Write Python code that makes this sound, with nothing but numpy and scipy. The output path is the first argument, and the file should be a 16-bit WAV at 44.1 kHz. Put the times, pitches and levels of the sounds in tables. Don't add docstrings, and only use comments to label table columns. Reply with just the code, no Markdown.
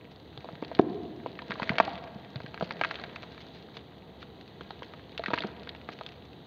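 import sys
import numpy as np
from scipy import signal
from scipy.fft import rfft, irfft, next_fast_len
from scipy.io import wavfile

SR = 44100
rng = np.random.default_rng(int(sys.argv[2]) if len(sys.argv) > 2 else 0)


def persist_wave(psi):
    counts = np.round(np.clip(psi, -1, 1) * 32767).astype(np.int16)
    wavfile.write(sys.argv[1], SR, np.atleast_2d(counts).T)


N = 284918
TIME = np.arange(N) / SR


def from_db(db):
    return 10 ** (np.asarray(db) / 20)


def rms_one(x):
    return x / np.sqrt(np.mean(x ** 2) + 1e-20)


def at_hz(points, hz):
    freqs, values = np.transpose(points)
    return np.interp(np.log(np.maximum(hz, 1)), np.log(freqs), values)


def colour(x, spectrum):
    size = next_fast_len(N)
    gain = from_db(at_hz(spectrum, np.fft.rfftfreq(size, 1 / SR)))
    shaped = irfft(rfft(x, size) * gain, size)
    return rms_one(shaped[:N])


def band(x, hz, octaves):
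    half = 2 ** (octaves / 2)
    edges = [hz / half, min(hz * half, SR / 2 - 1000)]
    return signal.sosfilt(signal.butter(2, edges, "band", fs=SR, output="sos"), x)


def add(out, s, sound):
    start = round(s * SR)
    out[start:start + len(sound)] += sound[:N - start]


def grains(per_s, spread_db, size):
    born = rng.random(size) < per_s / SR
    sign = rng.choice([-1, 1], size)
    return born * sign * from_db(spread_db * np.minimum(rng.exponential(1, size), 4))


def grit_ticks(per_s, spread_db):
    pitches = np.geomspace(1400, 3900, 5)
    return rms_one(sum(band(grains(per_s / 5, spread_db, N), hz, 0.55) for hz in pitches))


def fracture(hz, octaves, splinter, run_s, finer=1.19):
    t = TIME[:SR // 25]
    run = splinter * rms_one(grains(3000, 3.3, len(t))) * np.exp(-t / run_s)
    snap = band(signal.unit_impulse(len(t)), hz, octaves)
    burst = snap + band(run, hz * finer, octaves)
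    return burst / np.sqrt(np.sum(burst ** 2) / (SR / 200))


def ring(hz, db, t60, contact_s):
    t = TIME[:SR // 4]
    swell = 1 - np.exp(-t / contact_s)
    return from_db(db - 60 * t / t60) * np.sin(2 * np.pi * hz * t) * swell


# (frequency [Hz], relative density [dB per Hz])
RUMBLE_SPECTRUM = [(20, -26), (45, -28), (72, -31.5), (90, -5), (170, -1.5), (350, -7.5), (480, -6.5),
                   (580, -16.5), (750, -12), (1200, -22.5), (3000, -54.5)]
# (frequency [Hz], relative density [dB per Hz])
HISS_SPECTRUM = [(3000, -7), (7500, 0), (11300, -9.5), (11900, 8.5), (15500, 3.5)]


def background(rumble_db=-51, hum_db=-61, hum_hz=74, hiss_db=-83):
    rumble, hum, hiss = rng.standard_normal((3, N))
    low_noise = from_db(rumble_db) * colour(rumble, RUMBLE_SPECTRUM)
    wavering_hum = from_db(hum_db) * rms_one(band(hum, hum_hz, 0.25))
    return low_noise + wavering_hum + from_db(hiss_db) * colour(hiss, HISS_SPECTRUM)


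# (time [s], level of the crunch [dB], level of the sand it frees [dB])
HAND_EFFORT = [(0.0, -66, -63), (0.36, -65, -59.5), (0.75, -58, -60.5), (1.06, -62, -60), (1.35, -61, -61),
               (1.69, -48, -54), (1.76, -48, -60), (2.09, -58, -60.5), (2.43, -61, -59), (2.73, -54, -62.5),
               (2.82, -52.5, -54), (3.07, -54.5, -58), (3.42, -61, -58), (4.03, -66, -61.5),
               (4.68, -62, -59.5), (5.2, -62, -59.5), (5.36, -52, -57), (5.52, -59, -60.5),
               (5.76, -60, -61.5), (5.99, -61, -59), (6.24, -64, -60.5), (6.46, -65, -60)]
# (frequency [Hz], relative density [dB per Hz])
CRUNCH_SPECTRUM = [(100, 6), (200, 11), (450, 18), (700, 16.5), (1100, -0.5), (2000, 9), (2700, -14),
                   (5000, -45.5)]
# (frequency [Hz], relative density [dB per Hz])
SAND_SPECTRUM = [(1000, 1), (2300, -1.5), (3000, 4.5), (3900, 8.5), (4700, -4), (5300, -10), (6500, -2),
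                 (9000, -29.5)]
CRUNCH_FOLLOWS = .7


def trickle(crunch_db=4.0, sand_db=0, tick_db=-9):
    s, effort_db, flow_db = np.transpose(HAND_EFFORT)
    crunch_curve_db = effort_db.mean() + CRUNCH_FOLLOWS * (effort_db - effort_db.mean())
    crunch = from_db(np.interp(TIME, s, crunch_curve_db))
    sand = from_db(np.interp(TIME, s, flow_db))
    crumbs = colour(grains(900 * rms_one(crunch), 3.1, N), CRUNCH_SPECTRUM)
    dust = colour(grains(3500 * rms_one(sand), 1.5, N), SAND_SPECTRUM)
    ticks = grit_ticks(50 * rms_one(sand), spread_db=4.5)
    return from_db(crunch_db) * crunch * crumbs + sand * (from_db(sand_db) * dust + from_db(tick_db) * ticks)


CHIPS_PER_S = 20
CHIP_DB, CHIP_SPREAD_DB = 7.5, 3
CHIP_LOW_HZ, CHIP_HIGH_HZ, CHIP_OCTAVES = 1380, 3400, 1.56
CHIP_FOLLOWS = 0.74


def chips():
    times, crunch_db, _ = np.transpose(HAND_EFFORT)
    effort_db = np.interp(TIME, times, crunch_db)
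    size_db = effort_db.mean() + CHIP_DB + CHIP_FOLLOWS * (effort_db - effort_db.mean())
    due = np.cumsum(CHIPS_PER_S * rms_one(from_db(effort_db))) / SR
    out = np.zeros(N)
    for k in range(int(due[-1])):
        at = np.searchsorted(due, k + rng.random())
        db = size_db[at] + CHIP_SPREAD_DB * rng.standard_normal()
        hz = rng.uniform(CHIP_LOW_HZ, CHIP_HIGH_HZ)
        add(out, at / SR, from_db(db) * fracture(hz, CHIP_OCTAVES, splinter=0.092, run_s=0.0022))
    return out


# (time of the peak [s], level [dB], half length [s])
FINGER_RASPS = [(0.121, -55, 0.02), (2.642, -46, .03), (3.413, -49, 0.017), (3.565, -56.5, 0.058),
                (3.762, -52.5, 0.037), (4.216, -53, .022), (5.928, -50, 0.021), (6.09, -48, 0.0081)]
RASP_HZ = 2940


def rasps(level_db=0):
    out = np.zeros(N)
    for s, db, half_s in FINGER_RASPS:
        swell = np.hanning(max(round(2 * half_s * SR), 10))
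        grit = rms_one(band(grains(1500, 3.5, len(swell)), RASP_HZ, octaves=1.5))
        add(out, s - half_s, from_db(db + level_db) * swell * grit)
    return out


# (time [s], body level [dB], body centre [Hz], body width [octaves], gritty edge level [dB])
CEMENT_CRACKS = [(0.376, -41.5, 420.0, 2.4, -41), (0.4446, -38.5, 629, 1.0, -49.5),
                 (0.4553, -44, 620.0, 0.7, -60.5), (0.4884, -37, 738, 0.9, -60.5),
                 (0.6254, -28.5, 420.0, 1.66, -54.5), (0.648, -45.5, 920.0, 3.1, -43),
                 (0.7151, -33.0, 650.0, 0.92, -57.5), (0.7499, -42.5, 2300.0, 1.6, -38),
                 (1.2611, -28.5, 604, 1.38, -57.5), (1.3906, -36.5, 1420.0, 0.9, -48),
                 (1.4202, -40.5, 740.0, 1.0, -44.5), (1.5075, -31.5, 1000.0, 2.5, -44),
                 (1.5188, -30.0, 1460, 1.07, -38.5), (1.5558, -39, 970.0, 1.1, -59),
                 (1.5984, -30.0, 710.0, 1.0, -42), (1.6204, -32.5, 1300.0, 1.3, -48.5),
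                 (1.63, -29.5, 1100.0, 1.7, -39), (1.6935, -22.5, 1770, 0.92, -36.5),
                 (1.7178, -33, 650.0, 0.61, -58), (1.759, -38.5, 590.0, 0.72, -57),
                 (1.784, -20.5, 1200, 2.37, -40), (1.801, -12.0, 938, 1.11, -38),
                 (1.8799, -35, 765, 0.7, -57), (2.3586, -40, 770.0, 3.1, -38),
                 (2.403, -39.5, 960.0, 1.6, -54), (2.4621, -42.0, 1770.0, 0.56, -50),
                 (2.5436, -37.0, 770.0, 2.7, -47), (2.5767, -39, 1310.0, 1.4, -59),
                 (2.61, -27.5, 405, 2.1, -46.5), (2.625, -26, 534, 0.91, -41),
                 (2.7086, -30, 1300.0, 1.6, -38), (2.8131, -21.5, 860, 2, -49),
                 (2.837, -24, 1600, 0.49, -46.0), (2.848, -25, 1460, 1.2, -36.5),
                 (2.9111, -29.5, 1130, 1.96, -46), (2.9557, -40, 2300.0, 0.76, -39.5),
                 (2.9976, -41.5, 840.0, 2.2, -44), (3.0385, -35.5, 1200.0, 1.9, -41.5),
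                 (3.1614, -36.5, 1520, 1.3, -52), (3.236, -41.5, 880.0, 2.6, -56),
                 (3.379, -44.5, 1350, 1.6, -57.5), (3.7695, -39.5, 1160, 2.9, -43.0),
                 (4.228, -43, 810.0, 1.9, -47), (4.6094, -37, 420.0, 2.4, -46.5),
                 (4.7066, -36, 770.0, 1.1, -41.5), (4.8221, -37, 425, 2.4, -56),
                 (4.831, -43.5, 2010, 0.3, -44), (4.937, -42, 740.0, 2.8, -64),
                 (5.178, -33, 2210, 1.7, -51), (5.1946, -30.5, 570.0, 1.04, -43),
                 (5.238, -32.5, 1240, 1.57, -40.5), (5.2603, -27.5, 1730, 0.95, -39),
                 (5.2824, -32, 573, 3.1, -50.5), (5.3044, -30.5, 637, 1.4, -42.5),
                 (5.3141, -34.5, 660.0, 0.69, -54), (5.335, -22.5, 617, 2.4, -48),
                 (5.3393, -24, 820, 2.7, -47.5), (5.3772, -30, 1490.0, 1.1, -44),
                 (5.3857, -30.5, 2300.0, 0.66, -36.5), (5.4054, -36.5, 600.0, 0.85, -33),
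                 (5.4216, -35.5, 1990, 0.7, -39.5), (5.437, -33.5, 1140.0, 0.85, -47.5),
                 (5.4453, -28.5, 436, 0.62, -51), (5.6735, -41, 920.0, 2.3, -48.5),
                 (5.6913, -43, 2020.0, 0.7, -35), (5.7494, -43.5, 1060.0, 1.9, -50),
                 (5.8892, -33.5, 650.0, 2.5, -59), (6.0112, -34.5, 810.0, 1.2, -46.5),
                 (6.0638, -40.5, 2290, 2, -39)]
NARROWEST_OCTAVES = .9


def cracks(body_db=0, edge_db=-2.0, edge_hz=3750):
    out = np.zeros(N)
    for s, db, hz, octaves, grit_db in CEMENT_CRACKS:
        width = max(octaves, NARROWEST_OCTAVES)
        body = fracture(hz, width, splinter=.11, run_s=.0038, finer=1.02)
        edge = fracture(edge_hz, octaves=0.41, splinter=0.71, run_s=0.0011, finer=0.98)
        add(out, s, from_db(db + body_db) * body)
        add(out, s, from_db(grit_db + edge_db) * edge)
    return out


def debris(cracking, fall_s=.06, per_s=350, level_db=-63.0):
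    keep = np.exp(-1 / (fall_s * SR))
    energy = signal.lfilter([1 - keep], [1, -keep], cracking ** 2 + 1e-18)
    shower = rms_one(energy ** .25)
    return from_db(level_db) * shower * grit_ticks(per_s * shower, spread_db=3.5)


# (time [s], level [dB], ring [Hz], t60 [s])
FALLING_LUMPS = [(0.379, -34.5, 131, .09), (0.531, -27.5, 158, 0.027), (0.624, -25, 373, 0.027),
                 (1.498, -26, 202, .035), (1.621, -23, 222, .035), (1.7019, -15.5, 199, .032),
                 (1.722, -31.5, 135, 0.089), (1.801, -22, 239, 0.036), (1.879, -21.5, 784, 0.049),
                 (2.158, -31, 200, 0.057), (2.358, -25, 129, 0.063), (2.443, -22.5, 150, .015),
                 (2.624, -23, 178, .075), (2.815, -36, 308, 0.035), (5.195, -30.5, 691, .07),
                 (5.284, -28, 197, .07), (5.334, -18.5, 248, 0.014), (5.444, -27.5, 211, 0.084),
                 (5.89, -28, 295, 0.015)]


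def lumps():
    out = np.zeros(N)
    for s, db, hz, t60 in FALLING_LUMPS:
        add(out, s, ring(hz, db, t60, contact_s=0.00014))
    return out


KNOCK_S = .7946
# (frequency [Hz], level [dB], t60 [s])
KNOCKED_TUB_MODES = [(145, -47, 0.095), (244, -19, 0.064), (340, -1, 0.023), (386, -11, 0.044),
                     (694, -4.5, 0.022), (898, -7, 0.01), (1630, -24.5, 0.021), (3580, -27, .012)]


def knock(give_db=-30, lead_s=0.0042):
    out = np.zeros(N)
    crunch = fracture(hz=910, octaves=2.2, splinter=0.089, run_s=0.0029)
    add(out, KNOCK_S - lead_s, from_db(give_db) * crunch)
    for hz, db, t60 in KNOCKED_TUB_MODES:
        add(out, KNOCK_S, ring(hz, db, t60, contact_s=0.00081))
    return out


# (delay [s], gain [ratio])
WALL_ECHOES = [(.0031, 0.14), (.0043, 0.14), (.0053, -0.072), (.0062, .13), (.0088, 0.034)]


def tub(x):
    return x + sum(gain * np.interp(TIME - delay, TIME, x, left=0) for delay, gain in WALL_ECHOES)


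def low_cut(x, hz=108):
    return signal.sosfilt(signal.butter(3, hz, "high", fs=SR, output="sos"), x)


# (frequency [Hz], width [Hz], level [dB])
TUB_HOLLOW = [(350, 320, -5.5), (687, 42, -4.5)]


def tub_air(x):
    return x + sum(from_db(db) * signal.lfilter(*signal.iirpeak(hz, hz / width, SR), x)
                   for hz, width, db in TUB_HOLLOW)


# (frequency [Hz], t60 [s])
ROOM_DECAY = [(100, 3.5), (350, 1.2), (800, 1.3), (2000, 1.0), (5000, 1.1)]
# (frequency [Hz], level [dB])
ROOM_STRENGTH = [(100, -5), (200, -10.5), (370, -12.5), (550, -16), (800, -16), (1500, -18), (4000, -24.5)]


def room(x, build_s=0.018):
    t, response = TIME[:3 * SR // 2], 0
    for hz in 90 * 2 ** (np.arange(14) / 2):
        decay = from_db(-60 * t / at_hz(ROOM_DECAY, hz))
        tail = band(rng.standard_normal(len(t)), hz, 0.5) * decay * (1 - np.exp(-t / build_s))
        share = hz / np.sqrt(2) / SR
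        response = response + from_db(at_hz(ROOM_STRENGTH, hz)) * tail * np.sqrt(share / np.sum(tail ** 2))
    return signal.fftconvolve(x, response)[:N]


def dull(x, shelf_hz=4800, shelf_db=-11, top_hz=6800, top_db=-28):
    low = signal.sosfiltfilt(signal.butter(20, shelf_hz, fs=SR, output="sos"), x)
    high = signal.sosfiltfilt(signal.butter(10, top_hz, fs=SR, output="sos"), x - low)
    return low + from_db(shelf_db) * high + from_db(top_db) * (x - low - high)


def scene():
    cracking = cracks()
    handled = cracking + debris(cracking) + chips() + rasps() + trickle()
    cement = low_cut(tub(handled) + lumps() + knock())
    heard = dull(cement + room(tub_air(cement)))
    return (heard + background())[None]


CUTOFF_HZ = 15700


def record(dry):
    return signal.sosfilt(signal.ellip(10, .1, 70, CUTOFF_HZ, fs=SR, output="sos"), dry)


dry = scene()
out = record(dry)
persist_wave(out)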